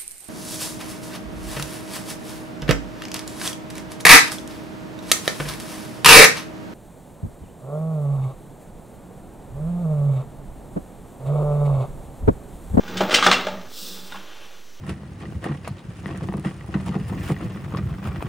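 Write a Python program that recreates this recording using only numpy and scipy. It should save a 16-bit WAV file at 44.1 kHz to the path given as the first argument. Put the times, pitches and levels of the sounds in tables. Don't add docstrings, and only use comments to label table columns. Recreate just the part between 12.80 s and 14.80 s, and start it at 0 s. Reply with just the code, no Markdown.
import sys
import numpy as np
from scipy import signal
from scipy.fft import rfft, irfft
from scipy.io import wavfile

SR = 44100
rng = np.random.default_rng(int(sys.argv[2]) if len(sys.argv) > 2 else 0)


def bounce(signal):
    frames = np.transpose(np.atleast_2d(signal))
    limited = np.clip(frames, -1, 1)
    pcm = np.round(limited * 32767).astype(np.int16)
    wavfile.write(sys.argv[1], SR, pcm)


N = 88200
TIME = np.arange(N) / SR


def from_db(db):
    return 10 ** (np.asarray(db) / 20)


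def rms_one(x):
    return x / np.sqrt(np.mean(x ** 2) + 1e-20)


def fade_60(t, t60):
    return np.exp(-np.log(1000) * t / t60)


def level(rows):
    return from_db(np.interp(TIME, *np.transpose(rows)))


def at_hz(points, hz):
    table_hz, value = np.transpose(points)
    return np.interp(np.log(hz + 1), np.log(table_hz), value)


def colour(x, points, bumps=(), treble_db=0):
    treble_hz = 2350
    size = 2 * len(x)
    hz = np.arange(size // 2 + 1) * SR / size
    high = 1 - 1 / (1 + (hz / treble_hz) ** 4)
    db = at_hz(points, hz) + treble_db * high
    for centre, octaves, lift in bumps:
        distance = np.log2((hz + 1) / centre) / octaves
        db = db + lift * np.exp(-.5 * distance ** 2)
    cepstrum = irfft(np.log(from_db(db)))
    cepstrum[1:size // 2] *= 2
    cepstrum[size // 2 + 1:] = 0
    response = np.exp(rfft(cepstrum))
    return irfft(rfft(x, size) * response)[:len(x)]


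def drift(rate):
    points = rng.standard_normal(1000)
    return np.interp(TIME * rate, np.arange(len(points)), points)


def grains(per_s, spread_db, size):
    strength = from_db(spread_db * np.minimum(rng.exponential(1, size), 4))
    happens = rng.random(size) < per_s / SR
    return happens * strength * rng.choice([-1, 1], size)


# start in seconds, chatter strength in dB, body lift in dB,
# treble lift in dB, chatter decay in seconds, low note of the struck spot in Hz, its level in dB,
# high note in Hz, its level in dB, time for the notes to fall by 60 dB in seconds.
KNOCKS = [(0.078, -23.5, -10, 13.5, 0.032, 1512, -32, 3390, -50, .12),
          (0.170, -6, -18, 9, 0.018, 3063, -29, 3523, -30.5, .07),
          (0.2055, -3, 16.5, 3, 0.012, 366, -15.5, 680, -14.5, 0.046),
          (0.294, -7.5, -6, 1.5, 0.0038, 613, -19, 1310, -33, 0.04),
          (0.309, 3, -1.5, 6, 0.051, 403, -24, 2035, -23, 0.054),
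          (0.328, -9, -2, 9, 0.0027, 468, -21, 1338, -21.5, 0.11),
          (0.3411, 2.5, -0.5, 16.5, 0.014, 2061, -11, 3080, -12.5, 0.046),
          (0.357, -7.5, 2, 16.5, 0.0041, 2783, -19, 3859, -19.5, 0.12),
          (0.386, -2, 1.5, -13, 0.0073, 1281, -15.5, 3246, -13, 0.023),
          (0.4257, 6.5, -10, -2, 0.00044, 1243, -3.5, 4030, -23, 0.025),
          (0.438, -3.5, 3, 15, 0.036, 1286, -21, 3610, -24, 0.076),
          (0.464, 12.5, -1, 2, 0.0033, 1291, -1, 1749, 0, 0.02),
          (0.474, -6, 16.5, -2, 0.0077, 823, -16, 3388, -14.5, 0.078),
          (0.514, 9, -8.5, 3, 0.0026, 1098, -8.5, 3960, -14.5, 0.03),
          (0.525, -1.5, 2.5, 12.5, 0.01, 1308, -9.5, 2060, -8.5, 0.032),
          (0.542, -17, -10, 12, 0.0035, 2045, -23, 2752, -12.5, 0.049),
          (0.6687, -2, 2.5, -5.5, 0.002, 629, -18, 1250, -28, 0.05),
          (0.682, -17, -8, 7, 0.0056, 538, -32, 868, -23.5, 0.049),
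          (0.771, -23, -6, -18, 0.0037, 1189, -41, 1850, -37, 0.046),
          (0.812, -25, -12, 3, 0.002, 4000, -48, 5100, -49, .03),
          (1.321, -14, -2, -1, 0.0025, 1430, -34, 3680, -36, 0.045),
          (1.344, -16.5, 1.5, -13, 0.0055, 387, -46, 1077, -30.5, 0.053),
          (1.355, -15, -5.5, 0, 0.011, 893, -34, 1430, -37, .04)]
# frequency in Hz, level in dB.
CONTACT_COLOUR = [(40, -17.5), (100, -12), (180, 3), (290, 4.5), (430, 14), (650, 15), (1000, 12),
                  (1300, 18), (1700, 13), (2100, 10.5), (3200, 10), (5000, 0), (8000, -8), (11000, -21),
                  (13500, -33), (15300, -17.5)]


def knocks():
    first_touch = 0.19
    chatter_per_s, chatter_spread_db, chatter_rise_s = 4000, 2, 0.0017
    shudder_db, shudder_decay_s = -19, 0.0096
    body_hz, body_octaves = 420, 0.99
    note_rise_s = 0.00093
    size = 8192
    t, out = TIME[:size], np.zeros(N + size)
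    for s, db, body_db, treble_db, decay_s, low_hz, low_db, high_hz, high_db, t60 in KNOCKS:
        shudder = from_db(shudder_db) * np.exp(-t / shudder_decay_s)
        fall = np.exp(-t / decay_s) + shudder
        rise = 1 - np.exp(-t / chatter_rise_s)
        force = grains(chatter_per_s, chatter_spread_db, size) * fall * rise
        force /= np.sqrt(np.sum(force ** 2) + 1e-20)
        force[0] += first_touch
        body = [(body_hz, body_octaves, body_db)]
        chatter = from_db(db) * colour(force, CONTACT_COLOUR, body, treble_db)
        low_note = from_db(low_db) * np.sin(2 * np.pi * low_hz * t)
        high_note = from_db(high_db) * np.sin(2 * np.pi * high_hz * t)
        note_shape = (1 - np.exp(-t / note_rise_s)) * fade_60(t, t60)
        start = int(s * SR)
        out[start:start + size] += chatter + (low_note + high_note) * note_shape
    return out[:N]


def rubbing(pressure, spectrum, per_s, spread_db, judder_db, judder_rate):
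    slips = grains(per_s, spread_db, N)
    judder = from_db(judder_db * np.tanh(drift(judder_rate)))
    return level(pressure) * rms_one(colour(slips * judder, spectrum))


# time in seconds, level in dB.
SCRAPE_PRESSURE = [(0, -44), (.06, -41.5), (.14, -37.5), (.19, -34.5), (.23, -33), (.28, -36.5),
                   (.32, -34.5), (.41, -39), (.5, -35), (.59, -34.5), (.655, -41), (.73, -38.5),
                   (.8, -50.5), (.86, -47.5), (.96, -57.5), (1.03, -57), (1.17, -48.5), (1.28, -56),
                   (1.38, -48.5), (1.48, -64), (1.7, -60), (2, -68)]
# frequency in Hz, relative level in dB.
SCRAPE_COLOUR = [(40, -36), (95, 2), (140, -6), (200, -0.5), (290, 1), (400, 1.5), (550, -1.5), (900, -5),
                 (1500, -5), (2100, -10), (3200, -11.5), (6000, -21), (10000, -42), (13500, -30),
                 (15300, -18.5)]


def scrape():
    return rubbing(SCRAPE_PRESSURE, SCRAPE_COLOUR, per_s=2900, spread_db=2, judder_db=4.0, judder_rate=110)


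# time in seconds, level in dB.
SLIDE_PRESSURE = [(.8, -102), (.885, -54), (.93, -43), (1.0, -35.5), (1.08, -37.5), (1.17, -40),
                  (1.23, -46), (1.31, -47.5), (1.42, -55), (1.6, -94)]
# frequency in Hz, relative level in dB.
SLIDE_COLOUR = [(120, -32), (260, -7.5), (550, -0.5), (820, -25), (1300, -5), (1850, -27), (2150, -29),
                (2600, -4), (3050, -3.5), (3550, 4), (4200, 1.5), (5200, 1.5), (6500, -5.5), (8000, -3.5),
                (11000, -10.5), (13500, -8.5), (15300, -1.5)]


def slide():
    return rubbing(SLIDE_PRESSURE, SLIDE_COLOUR, per_s=23000, spread_db=4.5, judder_db=2.2, judder_rate=89)


# time in seconds, level in dB.
PULL_PRESSURE = [(1.15, -91), (1.3, -49), (1.45, -50.5), (1.55, -48), (1.64, -49.5), (1.75, -51),
                 (1.85, -65), (2, -58)]
# frequency in Hz, relative level in dB.
PULL_COLOUR = [(100, -6), (190, -22), (400, 1), (800, -1), (1400, 0), (2100, -5), (3000, 2), (4500, -9.5),
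               (7000, -21), (11000, -22), (15300, -29)]


def pull():
    return rubbing(PULL_PRESSURE, PULL_COLOUR, per_s=10000, spread_db=4, judder_db=1.6, judder_rate=68)


# frequency in Hz, level in dB over the plain contact,
# time to fall by 60 dB in seconds.
PIPE_MODES = [(106.2, 3.5, 0.43), (187.6, 11, 0.18), (249, 12, 0.44), (303.5, 8, 0.34), (366.5, 0.5, 0.2),
              (437, -7, 0.45), (487.2, 3, 0.48), (571, 11, 0.45), (632, -4, 0.42), (800.4, 3.5, 0.18),
              (1064, -26, 0.16), (1190, -6, 0.28), (1282, -10.5, 0.15), (1603, -4, 0.11),
              (1730, -8.5, 0.22), (2773, -8, 0.12), (3100, -6, 0.09), (3503, 4.5, 0.13), (3835, -17, 0.21),
              (4830, -9, 0.11), (5200, -1.5, 0.1)]


def pipe(force):
    out = 0
    for hz, db, t60 in PIPE_MODES:
        r = from_db(-60 / (t60 * SR))
        poles = [1, -2 * r * np.cos(2 * np.pi * hz / SR), r * r]
        ringing = signal.lfilter([1, 0, -1], poles, force + 1e-18)
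        out = out + from_db(db) * (1 - r * r) / 2 * ringing
    return out


# time in seconds, level in dB.
HUM_LEVEL = [(0, -44), (.05, -56), (.16, -36.5), (.24, -28), (.3, -47), (.34, -60), (.37, -43), (.45, -37),
             (.5, -26), (.555, -50), (.6, -40), (.66, -45), (.72, -32), (.762, -38.5), (.81, -37.5),
             (.86, -64), (.98, -65), (1.03, -41), (1.078, -69), (1.12, -48), (1.22, -45), (1.3, -58),
             (1.37, -44), (1.44, -57), (1.5, -82)]


def air_column():
    hum_hz, wander_hz, waver_db = 189, 6, 2.5
    pitch = hum_hz + wander_hz * drift(30.5)
    phase = 2 * np.pi * np.cumsum(pitch) / SR
    waver = from_db(waver_db * drift(25.0))
    return np.sqrt(2) * level(HUM_LEVEL) * waver * np.sin(phase)


# frequency in Hz, time to fall by 60 dB in seconds.
TAIL_T60 = [(150, 0.39), (500, 0.61), (1500, 0.46), (4000, 0.48), (12000, 0.3)]


def room(x):
    early_db, early_t60_s = -6, 0.08
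    tail_db, tail_build_s, first_echo_s = -6.5, 0.0009, 0.0025
    hz = np.arange(N // 2 + 1) * SR / N
    centres = np.geomspace(100, 12800, 8)
    white, tail = rfft(rng.standard_normal(N)), 0
    for centre, share in zip(centres, np.eye(len(centres))):
        band = irfft(white * np.interp(np.log(hz + 1), np.log(centres), share))
        tail = tail + band * fade_60(TIME, at_hz(TAIL_T60, centre))
    tail *= 1 - np.exp(-TIME / tail_build_s)
    early = rng.standard_normal(N) * fade_60(TIME, early_t60_s)
    echoes = from_db(early_db) * rms_one(early) + from_db(tail_db) * rms_one(tail)
    echoes = echoes * (TIME > first_echo_s) / np.sqrt(N)
    return signal.fftconvolve(x, echoes)[:N]


# frequency in Hz, level in dB.
SPREAD_COLOUR = [(200, -21), (1000, -32.5), (3000, -23.5), (12000, -13.5)]


def stereo_spread(contact):
    hiss_db = -71
    smeared = room(contact)
    return colour(smeared, SPREAD_COLOUR) + from_db(hiss_db) * rng.standard_normal(N)


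# frequency in Hz, relative level in dB.
FLOOR_COLOUR = [(25, 1), (100, -1), (400, 8), (700, 1), (1500, 0.5), (4000, -0.5), (5400, -2), (5850, 5),
                (6300, 0), (9500, -12.5), (11200, -12.5), (11700, -0.5), (12500, -25), (15500, -7)]


def quiet_floor():
    floor_db = -51.5
    return from_db(floor_db) * rms_one(colour(rng.standard_normal(N), FLOOR_COLOUR))


def scene():
    rubs = scrape() + slide() + pull()
    contact = knocks() + rubs
    floor = quiet_floor()
    mid = contact + pipe(contact) + room(contact) + air_column() + floor
    side = stereo_spread(contact)
    return np.array([mid + side, mid - side])


OFFSET = [0.011, 0.015]


def record(dry):
    ceiling, cutoff_hz = .88, 15750
    limited = dry / (1 + (dry / ceiling) ** 6) ** (1 / 6)
    top_cut = signal.ellip(12, .1, 105, cutoff_hz, fs=SR, output="sos")
    return signal.sosfilt(top_cut, limited) + np.array(OFFSET)[:, None]


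dry = scene()
out = record(dry)
bounce(out)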